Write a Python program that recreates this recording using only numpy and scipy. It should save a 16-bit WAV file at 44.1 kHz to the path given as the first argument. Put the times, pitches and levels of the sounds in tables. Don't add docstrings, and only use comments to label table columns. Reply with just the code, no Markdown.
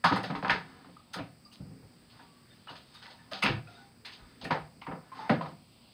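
import sys
import numpy as np
from scipy import signal
from scipy.fft import rfft, irfft, next_fast_len
from scipy.io import wavfile
from scipy.ndimage import uniform_filter1d

SR = 44100
rng = np.random.default_rng(int(sys.argv[2]) if len(sys.argv) > 2 else 0)


def elevation(decibels):
    levels = np.asarray(decibels, float)
    return 10 ** (levels / 20)


def digitize_waveform(pressure):
    field = np.atleast_2d(pressure).T
    bounded = np.clip(field, -1, 1)
    quanta = np.round(bounded * 32767).astype(np.int16)
    wavfile.write(sys.argv[1], SR, quanta)


N = 261557
SIZE = 1 << 14


def shape(x, table):
    hz, db = np.transpose(table)
    size = next_fast_len(len(x))
    f = np.maximum(np.arange(size // 2 + 1) * SR / size, 1)
    gain = elevation(np.interp(np.log(f), np.log(hz), db))
    return irfft(rfft(x, size) * gain, size)[:len(x)]


def band(x, lo_hz, hi_hz):
    return signal.sosfilt(signal.butter(2, [lo_hz, hi_hz], "band", fs=SR, output="sos"), x)


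def ring(x, hz, width_hz):
    return signal.lfilter(*signal.iirpeak(hz, hz / max(width_hz, 3), fs=SR), x)


def unit(x):
    return x / np.sqrt(uniform_filter1d(x ** 2, size=220, axis=-1).max(axis=-1, keepdims=True))


def add(out, start_s, x):
    i = int(start_s * SR)
    out[i:i + len(x)] += x[:N - i]


def walk(rate_hz):
    k = int(SR / rate_hz)
    held = np.repeat(rng.standard_normal(N // k + 1), k)
    return 1.1 * uniform_filter1d(uniform_filter1d(held, k), k)[:N]


# hz, density_db
FLOOR = [(15, -51), (25, -18.5), (118, 1), (238, -4.5), (399, -11.5), (1030, -17.5), (4020, -22.5),
         (4860, -14.5), (5720, -31), (6920, -35.5), (8140, -23.5), (9400, -26.5), (10700, -39),
         (13600, -39), (15200, -23.5), (16500, -59)]
# pitch_hz, level_db
HUM = [(238, -70), (120, -97), (1076, -102)]


def background():
    t = np.arange(N) / SR
    tone = shape(rng.standard_normal(N), FLOOR)
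    hiss = tone
    for lo_hz in (300, 600, 1200, 2400):
        swell = elevation(3 * walk(5)) - 1
        hiss = hiss + band(tone, lo_hz, 2 * lo_hz) * swell
    hiss = hiss / hiss.std() * elevation(-60.3 + 0.6 * walk(3))
    hum = np.sqrt(2) * sum(elevation(db + walk(6.46)) * np.sin(2 * np.pi * hz * t) for hz, db in HUM)
    frame_hz, whine_hz, whine_db = 60, 8080, -70
    pulse = np.clip(0.23 + 1.37 * np.sin(2 * np.pi * frame_hz * t), 0, 1)
    phase = 2 * np.pi * np.cumsum(whine_hz + 45 * walk(frame_hz)) / SR
    return hiss + hum + elevation(whine_db) * np.sin(phase) * pulse


def contact(rise_s, length_s, grain_db, t60_s):
    t = np.arange(SIZE) / SR
    force = np.minimum(t / max(rise_s, .0003), 1) ** 2 * np.exp(-t / max(length_s, .001))
    grains = rng.standard_normal(SIZE) * elevation(grain_db * rng.exponential(size=SIZE))
    keep = elevation(-120 / (t60_s * SR))
    stored = signal.lfilter([1 - keep], [1, -keep], force ** 2)
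    answer = rng.standard_normal(SIZE) * np.sqrt(stored) * np.clip(t / 0.0027, 0, 1)
    return force * grains / grains.std() + elevation(1) * answer


# pitch_hz, width_hz, level_db
FURNITURE = [(330, 40, -2), (380, 40, -4), (505, 45, -4), (695, 45, -2), (781, 45, -1), (854, 45, -3),
             (941, 45, -1), (1106, 45, -1), (1257, 45, -1), (1400, 50, -3), (1451, 50, -2), (1590, 55, -4),
             (1747, 60, -4), (1860, 60, -4), (2057, 60, -4), (2471, 60, -4), (2607, 60, -4), (2848, 70, -4),
             (3600, 90, -4), (4300, 100, -4)]


def furniture(x, uneven_db=0):
    strike_db = uneven_db * rng.standard_normal(len(FURNITURE))
    modes = 0
    for k, (hz, width_hz, db) in enumerate(FURNITURE):
        modes = modes + (-1) ** k * elevation(db + strike_db[k]) * ring(x, hz, width_hz)
    return x + elevation(-4.5) * modes


def blows(table, rise_s, length_s, edge_rise_s, edge_length_s):
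    out = np.zeros(N)
    for start_s, db, hz, hard_db, edge_db in table:
        body = furniture(contact(rise_s, length_s, grain_db=3, t60_s=0.28), uneven_db=1.5)
        width_hz = 0.49 * hz
        own_ring = ring(ring(body, hz, width_hz), hz, width_hz)
        mid = elevation(-6) * band(band(body, 497, 3510), 710, 1990) + own_ring
        hard = unit(band(body, 1970, 2740))
        add(out, start_s, elevation(db - 10) * (unit(mid) + elevation(hard_db) * hard))
        edge = contact(edge_rise_s, edge_length_s, grain_db=5, t60_s=0.28)
        bright = unit(band(edge, 2850, 7240)) + elevation(-4) * unit(band(edge, 9000, 18000))
        add(out, start_s, elevation(edge_db - 10) * bright)
    return out


# start_s, peak_db, ring_hz, hard_db, edge_db
CLUNKS = [
    (0.038, -11.5, 1164, -33, -19.5),
    (0.157, -25.5, 890, -17, -33),
    (1.182, -38, 620, -1.5, -63),
    (1.52, -58, 1180, -5.5, -43),
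    (2.668, -39.5, 1360, -9, -49),
    (2.687, -39, 1040, -15, -41),
    (3.054, -46, 1630, -11, -40.5),
    (3.1, -49.5, 700, -10, -42.5),
    (4.409, -45, 883, -7, -36),
    (5.407, -34.5, 990, -39, -43.5),
]


def clunks():
    return blows(CLUNKS, rise_s=.005, length_s=.013, edge_rise_s=.006, edge_length_s=.015)


# start_s, peak_db
SNAPS = [(0.038, -34.5), (0.155, -42), (0.492, -45), (1.52, -52), (3.312, -46), (4.05, -50), (0.229, -44),
         (1.13, -38.5), (2.939, -53), (3.421, -29.5), (4.439, -44.5), (5.288, -43.5)]


def snaps():
    out = np.zeros(N)
    for start_s, db in SNAPS:
        snap = contact(rise_s=0.0054, length_s=0.0055, grain_db=6, t60_s=0.16)
        add(out, start_s, elevation(db + 7.5) * unit(band(snap, 5970, 16140)))
    return out


def soft_push():
    t = np.arange(SIZE // 2) / SR
    return rng.standard_normal(len(t)) * t / .008 * np.exp(-t / 0.013)


# start_s, peak_db
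SWAYS = [(0.039, -44), (0.108, -52), (0.347, -45), (0.425, -52), (0.503, -36), (1.181, -46), (1.594, -45),
         (1.818, -52), (3.434, -51), (3.468, -35.5), (3.493, -34), (3.551, -41), (4.206, -42), (4.417, -43),
         (4.502, -48), (1.21, -67), (4.6, -45), (4.74, -62), (4.873, -43), (5.45, -56)]


def sways():
    out = np.zeros(N)
    for start_s, db in SWAYS:
        add(out, start_s, elevation(db) * unit(ring(ring(soft_push(), 50, 31), 58, 30)))
    return out


def booms(table, t60_s):
    out = np.zeros(N)
    width_hz = np.log(1000) / np.pi / t60_s
    for start_s, db, hz, hollow_db in table:
        push = soft_push()
        partners = ring(push, 1.45 * hz, 2.7 * width_hz) + ring(push, 0.655 * hz, width_hz)
        boom = ring(push, hz, width_hz) + elevation(-9.5) * partners
        hollow = unit(band(furniture(push), 330, 890))
        low = unit(band(boom, 0.58 * hz, 1.57 * hz))
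        add(out, start_s, elevation(db) * (low + elevation(hollow_db) * hollow))
    return out


# start_s, peak_db, pitch_hz, hollow_db
THUDS = [(0.04, -25.5, 166, -28), (0.108, -23, 176, -2.5), (0.162, -33, 192, 1), (0.235, -39, 188, -23),
         (0.347, -37, 289, -26), (0.425, -30, 168, -2), (0.46, -31.5, 167, -17), (0.539, -38, 175, 4),
         (0.881, -49, 170, -3), (1.151, -37, 177, -2.5), (1.2, -37, 118, -15), (1.595, -32, 137.6, -19),
         (1.648, -40.5, 104, -16), (1.699, -40.5, 168, -14), (1.818, -46, 98, -10),
         (2.699, -46.5, 149, -0.5), (3.32, -46, 192, -8), (3.495, -23.5, 131, -17), (3.525, -31, 112, -29),
         (3.04, -67, 250, 8), (4.419, -39, 225, -5.5), (4.448, -33.5, 166, -6), (4.501, -24, 156.4, -4),
         (4.871, -34, 165, -4), (4.939, -54.5, 286, 13.5), (1.0, -73, 70, -27), (5.419, -35, 165, -5),
         (5.459, -41.5, 133, 0.5)]


def thuds():
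    return booms(THUDS, t60_s=0.1)


# start_s, peak_db, ring_hz, hard_db, edge_db
KNOCKS = [(0.119, -17.5, 1010, -17, -30), (0.234, -29, 740, -26, -32), (0.444, -23, 1040, -25, -42),
          (0.477, -29, 830, -5, -31), (0.494, -13, 1680, -13.5, -21.5), (0.843, -46.5, 1050, -12, -71),
          (0.962, -59, 1260, -16, -60), (2.095, -66, 980, -18, -51.5), (2.751, -43.5, 690, -3.5, -40.5),
          (3.457, -17, 1670, -4.5, -22), (4.117, -50.5, 1810, -23, -38), (4.505, -18.5, 940, -52, -29.5),
          (4.864, -32.5, 1015, -52, -50), (5.292, -18, 695, -33, -28.5), (5.456, -36.5, 1030, -33, -46),
          (0.299, -29, 1020, -26, -39), (0.348, -27, 1050, -39, -36), (0.423, -30, 950, -31, -40.5),
          (4.813, -40, 1090, 2, -44.5), (4.91, -35.5, 1160, -21, -59)]


def knocks():
    return blows(KNOCKS, rise_s=.004, length_s=.006, edge_rise_s=.006, edge_length_s=.01)


# start_s, peak_db, pitch_hz, hollow_db
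BUMPS = [
    (0.295, -26.5, 156.6, -7),
    (0.501, -31.5, 153, -2.5),
    (1.183, -32.5, 283, -3),
    (3.433, -25.5, 180, -2.5),
    (3.469, -28, 340, -1),
    (4.541, -37, 169, 7),
    (4.91, -31.5, 167, -4),
    (5.293, -16.5, 206, -3.5),
    (5.303, -18.5, 179, -10.5),
    (5.337, -32, 190, -12),
]


def bumps():
    return booms(BUMPS, t60_s=0.038)


# start_s, length_s, level_db, bright_db, low_db
SCRAPES = [(0.555, 0.42, -41.5, -2.5, -1.5), (0.833, 0.089, -68.5, -14, 26.5),
           (1.084, 0.17, -44.5, -2, -24), (1.55, 0.44, -62.5, -2, 20.5), (2.08, 0.18, -47, 2, -25),
           (2.17, 0.13, -60, 9, 13), (2.45, 0.25, -71, 24, -3), (2.784, 0.54, -50.5, 10, -19),
           (3.115, 0.57, -52.5, -3, 2), (3.627, 0.32, -49.5, 10, -1.5), (4.113, 0.23, -45, -2, -13),
           (4.238, 0.26, -55, 9, 11), (4.72, .14, -62, -16, 18), (5.0, .16, -46, -8, -10),
           (5.11, 0.23, -32.5, -1, -8.5), (5.482, 0.092, -66, 10, 26)]


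def scrapes():
    t = np.arange(N) / SR
    slips = rng.standard_normal(N) * elevation(2.2 * rng.exponential(size=N) + 0.5 * walk(29.06))
    body = furniture(slips)
    bright = band(band(body, 3100, 10500), 1800, 7000)
    parts = [band(body, 650, 1680), bright, band(slips, 110, 330)]
    gains = np.zeros((3, N))
    for start_s, length_s, db, bright_db, low_db in SCRAPES:
        done = (t - start_s) / length_s
        stroke = np.clip(np.minimum(done / 0.4, (1 - done) / 0.9), 0, 1)
        gains += stroke * elevation(db + np.array([[0], [bright_db], [low_db]]))
    return elevation(-21) * sum(g * p / p.std() for g, p in zip(gains, parts))


# start_s, pitch_hz, level_db, length_s
PINGS = [(1.45, 4810, -59, 0.022), (1.459, 1185, -66, 0.017), (1.515, 2850, -66, 0.014),
         (2.11, 4350, -66.5, 0.019), (4.816, 1060, -52, .012), (2.504, 3630, -68.5, .02),
         (2.253, 1140, -80, 0.36), (2.517, 1750, -73, 0.032), (2.53, 2950, -78, .03),
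         (2.683, 2915, -54.5, 0.014), (2.953, 3750, -63.5, 0.053), (3.046, 2000, -62, 0.039),
         (3.077, 927, -67, .1), (3.187, 1750, -65, 0.035), (3.672, 1394, -62.5, 0.034),
         (3.673, 2540, -64, 0.021), (3.679, 704.5, -67, 0.084), (3.751, 3720, -64, 0.011),
         (3.77, 1480, -66.5, 0.05), (3.784, 800, -71, 0.096), (4.048, 4220, -58.5, 0.042),
         (4.442, 4210, -54, 0.012), (4.451, 1840, -46, 0.01), (5.118, 1060, -53, 0.028),
         (5.19, 869, -51, 0.13), (5.199, 1244, -57, 0.031), (0.848, 1030, -54, 0.0064),
         (0.967, 1220, -57, 0.0083), (4.833, 2420, -58, 0.0084), (5.41, 1005, -35.5, 0.0062),
         (5.411, 685, -45.5, 0.018)]


def squeaks():
    out, t = np.zeros(N), np.arange(SIZE // 2) / SR
    for start_s, hz, db, length_s in PINGS:
        unsteady = unit(ring(rng.standard_normal(len(t)), hz, 79))
        tone = 0.36 * np.sin(2 * np.pi * hz * t) + 0.41 * unsteady
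        fade = np.minimum(t / 0.00053, 1) * np.exp(-(t / length_s) ** 2)
        add(out, start_s, elevation(db + 17.5) * tone * fade)
    return out


# start_s, peak_db, ring_hz, hard_db, edge_db
SHOVES = [
    (1.131, -31.5, 1350, -46, -31),
    (2.185, -46, 880, -12, -59),
    (2.941, -48, 1310, -18, -47),
    (3.308, -32, 710, -16, -25.5),
    (3.418, -21, 1290, 4, -23),
]


def shoves():
    return blows(SHOVES, rise_s=.012, length_s=.02, edge_rise_s=.009, edge_length_s=.014)


# start_s, peak_db, ring_hz, hard_db, edge_db
RATTLES = [
    (3.017, -46, 1490, -24, -39.5),
    (3.334, -40, 820, -1.5, -31.5),
    (4.046, -40.5, 1840, -7, -34),
    (4.439, -35, 730, -1, -47),
]


def rattles():
    return blows(RATTLES, rise_s=.005, length_s=.03, edge_rise_s=.007, edge_length_s=.022)


# hz, t60_s
ROOM_T60 = [(100, 0.33), (400, 0.29), (1200, 0.25), (3500, 0.12), (9000, 0.14)]


def room(x):
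    t = np.arange(SIZE * 2) / SR
    hz, t60_s = np.transpose(ROOM_T60)
    edges_hz = np.r_[20, np.sqrt(hz[1:] * hz[:-1]), 18000]
    noise = rng.standard_normal(len(t))
    tail = sum(band(noise, lo, hi) * elevation(-60 * t / d) for lo, hi, d in zip(edges_hz, edges_hz[1:], t60_s))
    spread = rfft(tail)
    tail = irfft(spread / np.sqrt(uniform_filter1d(abs(spread) ** 2, size=20) + 1e-9), len(t))
    tail = tail * (t < t[-1] / 2) * np.clip((t - .002) / 0.01, 0, 1)
    return x + elevation(1.2) * signal.fftconvolve(x, tail / np.sqrt(np.sum(tail ** 2)))[:N]


# hz, gain_db
MIC = [(40, 0), (300, 6), (4800, 1), (5300, -5.5), (5750, -21.5), (6300, -11.5), (7100, -26), (8100, -16.5),
       (9400, -18), (10500, -25.5), (13600, -30.5), (15300, -29.5)]


def microphone(x):
    return shape(x, MIC)


def scene():
    struck = clunks() + snaps() + knocks() + shoves() + rattles()
    low = elevation(-10.5) * (sways() + thuds() + bumps())
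    thin = elevation(-8) * squeaks()
    airborne = room(elevation(-9.5) * low + elevation(-4) * thin + scrapes())
    heard = elevation(0.5) * struck + elevation(-1.5) * low + thin + airborne
    return (microphone(heard) + background())[None]


def low_pass(x):
    return signal.sosfilt(signal.butter(12, 16810, fs=SR, output="sos"), x)


def record(dry):
    return low_pass(dry)


dry = scene()
out = record(dry)
digitize_waveform(out)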